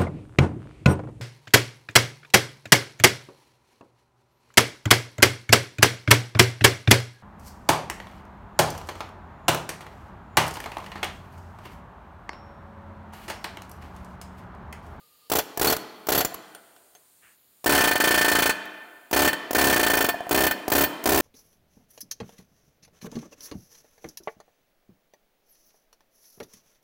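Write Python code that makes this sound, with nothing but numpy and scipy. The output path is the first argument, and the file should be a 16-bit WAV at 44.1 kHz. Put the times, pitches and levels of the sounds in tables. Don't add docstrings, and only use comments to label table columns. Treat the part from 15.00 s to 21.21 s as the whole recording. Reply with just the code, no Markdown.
import sys
import numpy as np
from scipy import signal
from scipy.io import wavfile

SR = 44100
rng = np.random.default_rng(int(sys.argv[2]) if len(sys.argv) > 2 else 0)


def transcribe(u):
    v = np.clip(np.atleast_2d(u).T, -1, 1)
    q = np.round(v * 32767).astype(np.int16)
    wavfile.write(sys.argv[1], SR, q)


N = 273852
TIME = np.arange(N) / SR

TRAVEL_S, MOVED_S = .0028, 2.4


def amp(db):
    return 10 ** (np.asarray(db) / 20)


def read(points, hz):
    f, value = np.transpose(points)
    return np.interp(np.log(hz + 1), np.log(f), value)


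def curve(points, s):
    return np.interp(s, *np.transpose(points))


def decay(t, t60):
    return np.exp(-np.log(1000) * t / t60)


def add(mix, s, sound):
    part = mix[max(round(s * SR), 0):][:len(sound)]
    part += sound[:len(part)]


def pulse(spectrum, size=4096):
    hz = abs(np.fft.fftfreq(size, 1 / SR))
    log_gain = np.log(amp(read(spectrum, hz)))
    h = np.fft.ifft(np.exp(np.conj(signal.hilbert(log_gain)))).real[:size // 2]
    return h / np.linalg.norm(h)


def colour(x, spectrum):
    return signal.oaconvolve(x, pulse(spectrum))[:N]


def noise_burst(rise, t60, size=6000):
    t = TIME[:size]
    swell = 1 - np.exp(-t / rise)
    return rng.standard_normal(size) * swell * decay(t, t60)


def ring(modes, blows, spread_db):
    out, t = np.zeros(N), TIME[:SR]
    chance = rng.standard_normal((len(blows), len(modes), 2))
    s, level_db = np.transpose(blows)
    jitter_s = .00006
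    for k, (hz, db, t60) in enumerate(modes):
        force = np.zeros(N)
        landing = np.round((s + jitter_s * chance[:, k, 0]) * SR).astype(int)
        force[np.clip(landing, 0, N - 1)] = amp(level_db + spread_db * chance[:, k, 1])
        tone = amp(db) * decay(t, t60) * np.sin(2 * np.pi * hz * t)
        out += signal.oaconvolve(force, tone)[:N]
    return out


# first stroke in seconds, end in seconds, full rate in Hz, limp in seconds, opening spit in relative dB.
BURSTS = [(.3169, .4, 31.5, 0, 2), (.6134, .735, 37.3, -.002, 7), (1.0867, 1.22, 35.2, 0, -1.5),
          (2.6605, 3.51, 36.25, 0, 0), (4.1294, 4.29, 35.6, 0, .5), (4.5486, 5.105, 34.84, 0, 5),
          (5.3102, 5.48, 33.07, 0, -1), (5.7186, 5.85, 35.6, 0, 4), (6.057, 6.215, 36.1, .002, 0)]
# time in seconds, share of the full rate (0 to 1).
TRIGGER = [(2.739, 1), (2.944, .565), (3.027, .81), (3.5, .766), (4.1, 1), (4.687, 1), (4.729, .839),
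           (5.006, .794), (5.044, .634), (5.25, 1)]
# time in seconds, pressure in relative dB, bite in relative dB.
DRIVE = [(.35, 2.5, -4), (.67, 5, -3.5), (1.15, 1, -4.5), (2.748, 6.5, 3), (3.3, 4.5, 3.5), (4.2, 5, 0),
         (4.65, 5.5, 1), (4.95, 6.5, -1), (5.4, 5, -3.5), (5.78, 6.5, -4.5), (6.15, 7.5, -7.5)]
PRESSURE_DROP_DB, BITE_DROP_DB = 12.5, 12
FIRST_LAG_S = .0046
SEATING_DB, RELEASE_DB = -3.5, -5
UNEVEN_DB = .8


def strokes():
    times, pressure_db, bite_db = np.transpose(DRIVE)
    rows = []
    for s, end, full_hz, limp, _ in BURSTS:
        k = 0
        while s < end:
            share = curve(TRIGGER, s)
            slowed = -np.log2(share)
            uneven_s = FIRST_LAG_S if k == 0 else limp * (-1) ** (k + 1)
            cycle = 1 / (full_hz * share) + uneven_s
            last = s + cycle >= end
            air_db, blow_db = UNEVEN_DB * rng.standard_normal(2)
            air_db += np.interp(s, times, pressure_db) - PRESSURE_DROP_DB * slowed + RELEASE_DB * last
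            blow_db += np.interp(s, times, bite_db) - BITE_DROP_DB * slowed ** 2 + SEATING_DB * (k == 0)
            rows.append((s, 0 if last else cycle, air_db, blow_db, slowed))
            s, k = s + cycle, k + 1
    return rows


def steel(blows, modes, clang, crack, clang_db, clang_t60, crack_db, crack_t60):
    body, tip = np.zeros(N), np.zeros(N)
    response = noise_burst(rise=0.0012, t60=clang_t60)
    for s, db in blows:
        add(body, s, amp(db + clang_db) * response)
        chatter_t60 = crack_t60 * amp(0.28 * db)
        add(tip, s, amp(db + crack_db) * noise_burst(rise=0.00012, t60=chatter_t60))
    tones = ring(modes, blows, spread_db=1.5)
    return colour(body, clang) + colour(tip, crack) + tones


# time in seconds, relative level in dB.
TAPS = [(.452, -44), (1.2496, -13), (1.5489, -28), (1.7636, -39), (1.951, -35.5), (4.3307, -9.5),
        (5.5108, -6)]
# pitch in Hz, relative level in dB, time to fall 60 dB in seconds.
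MODES_A = [(438, -26.5, 0.17), (738, -22.5, 0.1), (1466, -13, 0.023), (1550, -36, 0.053),
           (3144, -17, 0.023), (3420, -25, 0.086), (4150, -27, .07), (4410, -30, .06), (4660, -41.5, 0.12),
           (7380, -29.5, 0.09), (10400, -37, 0.16), (13200, -28, .08)]
MODES_B = [(612.5, -41, 0.3), (873, -19.5, 0.045), (1526, -17.5, 0.077), (1623, -45, 0.077),
           (1783.4, -12.5, 0.085), (1730, -40, 0.72), (2464, -21.5, 0.068), (2477, -33.5, 0.23),
           (3038, -26, 0.1), (3110, -14.5, 0.028), (3483, -25, 0.076), (4250, -28.5, 0.089),
           (4474, -26.5, 0.11), (5300, -40, 0.16)]
# frequency in Hz, relative level in dB.
CLANG_A = [(100, -15), (300, -17), (700, 1.5), (1100, -11), (1600, -4), (2600, -9), (4300, -12),
           (8000, -42.5)]
CLANG_B = [(100, -14.5), (300, -8), (700, -4), (1100, -3.5), (1600, -2), (2100, -7.5), (3100, -9),
           (4000, -9), (8000, -30)]
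# frequency in Hz, relative level in dB.
CRACK_A = [(150, -16.5), (600, -4), (1600, 4.5), (2500, -13), (4300, -2), (6000, 0), (9000, -12),
           (12500, 5), (16000, -5.5)]
CRACK_B = [(150, -10), (600, 13), (1600, 20.5), (3100, 12.5), (3900, 2), (6000, 7.5), (9000, 10),
           (13000, 1), (16000, 12.5)]
# pitch in Hz, relative level in dB, time to fall 60 dB in seconds.
CHISEL = [(12695, -29, .06), (13400, -27, .05), (13790, -25, .06), (14392, -19, .065), (15120, -24, .08)]
# time in seconds, change of level in dB.
CHISEL_FREE = [(1.3, -30), (2.7, -40), (3.5, -23), (4.2, 0), (4.7, -15), (5.0, 2.5), (5.4, 2.5),
               (5.8, 11.5), (6.2, 7)]
# time in seconds, pitch in Hz, level in dB, time to fall 60 dB in seconds.
PINGS = [(0.674, 4400, -15, 0.11), (1.178, 12200, -14, 0.084), (1.182, 4460, -19.5, 0.077),
         (1.249, 7160, -10.5, 0.024), (1.343, 11600, -23, 0.011), (1.549, 9100, -41.5, 0.075),
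         (1.951, 6383, -47.5, 0.077), (5.511, 15000, -31, 0.066), (5.839, 15120, -26, 0.13)]


def hammering(cycles):
    blows = [(s + TRAVEL_S, db) for s, _, _, db, _ in cycles] + TAPS
    first_blows = [b for b in blows if b[0] < MOVED_S]
    second_blows = [b for b in blows if b[0] >= MOVED_S]
    first = steel(first_blows, MODES_A, CLANG_A, CRACK_A,
                  clang_db=-18.5, clang_t60=0.093, crack_db=-11, crack_t60=0.052)
    second = steel(second_blows, MODES_B, CLANG_B, CRACK_B,
                   clang_db=-18.5, clang_t60=0.064, crack_db=-11.5, crack_t60=0.062)
    chisel_blows = [(s, db + curve(CHISEL_FREE, s)) for s, db in blows]
    chisel = ring(CHISEL, chisel_blows, spread_db=3)
    pings = sum(ring([(hz, db, t60)], [(s, 0)], spread_db=0) for s, hz, db, t60 in PINGS)
    return first + second + chisel + pings


RETURN_SHARE = .483
RETURN_DROP_DB = 24.5


def returns(cycles):
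    return [(s + RETURN_SHARE * cycle, db, db - RETURN_DROP_DB * slowed)
            for s, cycle, db, _, slowed in cycles if cycle > 0]


# time in seconds, hiss in relative dB, thump in relative dB.
SPITS = [(0.5734, 4.5, -14), (0.765, 3, -27), (1.248, 13, -7), (1.3435, -4, -30), (3.654, -17, -55),
         (4.5087, 2.5, -10), (5.68, 4, -6.5)]
# frequency in Hz, relative level in dB.
THUMP = [(25, -58), (70, -28.5), (140, -6.5), (240, 2.5), (400, 3), (600, 0.5), (900, -3), (1500, -18),
         (4000, -24), (16000, -57)]
# frequency in Hz, relative level in dB.
HISS = [(200, 12.5), (1000, 15.5), (3000, 2), (5500, 5.5), (9000, 4), (13000, 6), (16000, 15)]
DRAW_BACK_S = .0177
BOUNCE_S, BOUNCE_DB = (.00265, .0029), -8


def exhaust(cycles, first_thump_db, second_thump_db, spit_db, opening_thump_db,
            forward_db, return_db, return_thump_db):
    # (s, jet dB, thump dB)
    puffs = [(s, jet_db + spit_db, push_db) for s, jet_db, push_db in SPITS]
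    puffs += [(s - DRAW_BACK_S, db + spit_db, db + opening_thump_db) for s, *_, db in BURSTS]
    puffs += [(s, db + forward_db, db) for s, _, db, _, _ in cycles]
    puffs += [(s, jet_db + return_db, push_db + return_thump_db) for s, jet_db, push_db in returns(cycles)]
    push, jet = np.zeros(N), np.zeros(N)
    for s, jet_db, push_db in puffs:
        spot = int(s >= MOVED_S)
        thump = -amp(push_db + (first_thump_db, second_thump_db)[spot])[None]
        add(push, s, thump)
        add(push, s + BOUNCE_S[spot], amp(BOUNCE_DB) * thump)
        add(jet, s, amp(jet_db) * noise_burst(rise=0.0079, t60=0.016))
    return colour(push, THUMP) + colour(jet, HISS)


# pitch in Hz, relative level in dB, time to fall 60 dB in seconds.
FRAME = [(70, -31, 0.12), (271.2, -29, 0.22)]


def recoil(cycles, first_spot_db, second_spot_db, return_db):
    kicks = [(s, db) for s, _, db, _, _ in cycles]
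    kicks += [(s, db + return_db) for s, _, db in returns(cycles)]
    shakes = [(s + TRAVEL_S, db + (first_spot_db if s < MOVED_S else second_spot_db)) for s, db in kicks]
    return ring(FRAME, shakes, spread_db=0.0)


# time in seconds, relative level in dB.
BUMPS = [(.5772, -21), (1.244, -30), (1.321, -31), (2.958, -13), (3.004, -42), (4.5108, -24.5),
         (5.091, -14), (5.1433, -15), (5.2062, -17.5), (5.2685, -20.5), (5.509, -20), (5.6815, -21)]


def barrel():
    ticks, tick_db = np.zeros(N), -25
    for s, db in BUMPS:
        add(ticks, s, amp(db + tick_db) * noise_burst(rise=0.00018, t60=0.021))
    body_modes = [(697, -3.0, 0.048), (680, -36.0, 0.17), (1734, -22.5, 0.15)]  # (Hz, dB, t60 s)
    return ring(body_modes, BUMPS, spread_db=1.0) + ticks


# frequency in Hz, time to fall 60 dB in seconds.
SHOP = [(120, 0.56), (400, 1.63), (1000, 1.57), (2800, 1.38), (5000, 1.03), (8000, 0.55), (15000, 0.25)]
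# frequency in Hz, relative level in dB.
SHOP_COLOUR = [(50, -36.5), (150, 6.5), (400, -7), (1000, -0.5), (3000, -0.5), (6000, -2), (15000, 4)]


def shop(x, near_db, near_t60, hall_db):
    t = TIME[:2 * SR]
    sparse = rng.random(len(t)) < .05
    near = rng.standard_normal(len(t)) * sparse * (t > .004) * decay(t, near_t60)
    hz, age, z = signal.stft(rng.standard_normal(len(t)), SR, nperseg=512)
    z = z * amp(read(SHOP_COLOUR, hz))[:, None] * decay(age, read(SHOP, hz)[:, None])
    fade_in = np.clip((t - .01) / 0.0066, 0, 1)
    hall = signal.istft(z, SR, nperseg=512)[1][:len(t)] * fade_in
    echoes = amp(near_db) * near / np.linalg.norm(near) + amp(hall_db) * hall / np.linalg.norm(hall)
    return x + signal.oaconvolve(x, echoes)[:N]


# time in seconds, level in dB.
RUB_DB = [(2.19, -94), (2.235, -57), (2.27, -58.5), (2.33, -65), (2.39, -92)]
# frequency in Hz, relative level in dB.
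RUB = [(200, -3), (900, -2), (1600, 9.5), (2800, 3), (5000, -30), (15000, -26)]


def glove():
    return amp(curve(RUB_DB, TIME)) * colour(rng.standard_normal(N), RUB)


# centre in Hz, nominal width in Hz, relative level in dB.
WHINE = [(473, 7.8, -4), (550, 12, -11.5), (1211, 20, 4), (2880, 360, -0.5), (4330, 680, 5.5)]
# time in seconds, level in dB.
WHINE_DB = [(0, -76), (.17, -75.5), (.27, -71), (.4, -100)]


def whine():
    out = np.zeros(N)
    for hz, width, db in WHINE:
        pole = np.exp(-np.pi * 2 * width / SR + 2j * np.pi * hz / SR)
        band = signal.lfilter([1], np.poly([pole, pole]), rng.standard_normal(N)).real
        out += amp(db) * band / band.std()
    return amp(curve(WHINE_DB, TIME)) * out


# time in seconds, level in dB.
LEAK_DB = [(0, -70), (1.2, -69), (1.6, -63.5), (2.0, -65), (2.33, -63.5), (2.39, -78), (2.6, -66), (4, -69),
           (6.2, -61.5)]
# frequency in Hz, relative level in dB.
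LEAK = [(1000, -22), (5500, -9), (7500, -0.5), (9200, 5.5), (11000, -6.5), (15500, -20.5)]


def coupling_leak():
    return amp(curve(LEAK_DB, TIME)) * colour(rng.standard_normal(N), LEAK)


# frequency in Hz, relative level in dB.
FLOOR = [(18, -39.5), (30, -14), (59, -10.5), (182, -5.5), (2550, -13), (4540, -10), (6050, -22),
         (7080, -7.5), (7860, -23), (11600, -6), (15500, -6)]


def shop_air():
    return amp(-60.5) * colour(rng.standard_normal(N), FLOOR)


def scene():
    cycles = strokes()
    air = exhaust(cycles, first_thump_db=7.0, second_thump_db=11.5, spit_db=-1.5, opening_thump_db=-24,
                  forward_db=8.5, return_db=4.0, return_thump_db=-9.5)
    frame = recoil(cycles, first_spot_db=-8.5, second_spot_db=-7, return_db=-6.5)
    tool = hammering(cycles) + frame + barrel() + air
    hammer_in_shop = shop(tool, near_db=-17, near_t60=.11, hall_db=-20.5)
    background = glove() + whine() + coupling_leak() + shop_air()
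    return (hammer_in_shop + background)[None]


def record(dry):
    ceiling = .185
    clipped = dry / (1 + (dry / ceiling) ** 8) ** (1 / 8)
    low_cut_hz, edge_hz = 40, 15850
    low_cut = signal.butter(2, low_cut_hz, "high", fs=SR, output="sos")
    thinned = signal.sosfilt(low_cut, clipped)
    band_limit = signal.firwin(511, edge_hz, window=("kaiser", 9), fs=SR)
    return signal.oaconvolve(thinned, band_limit[None], "same")


dry = scene()
out = record(dry)
transcribe(out)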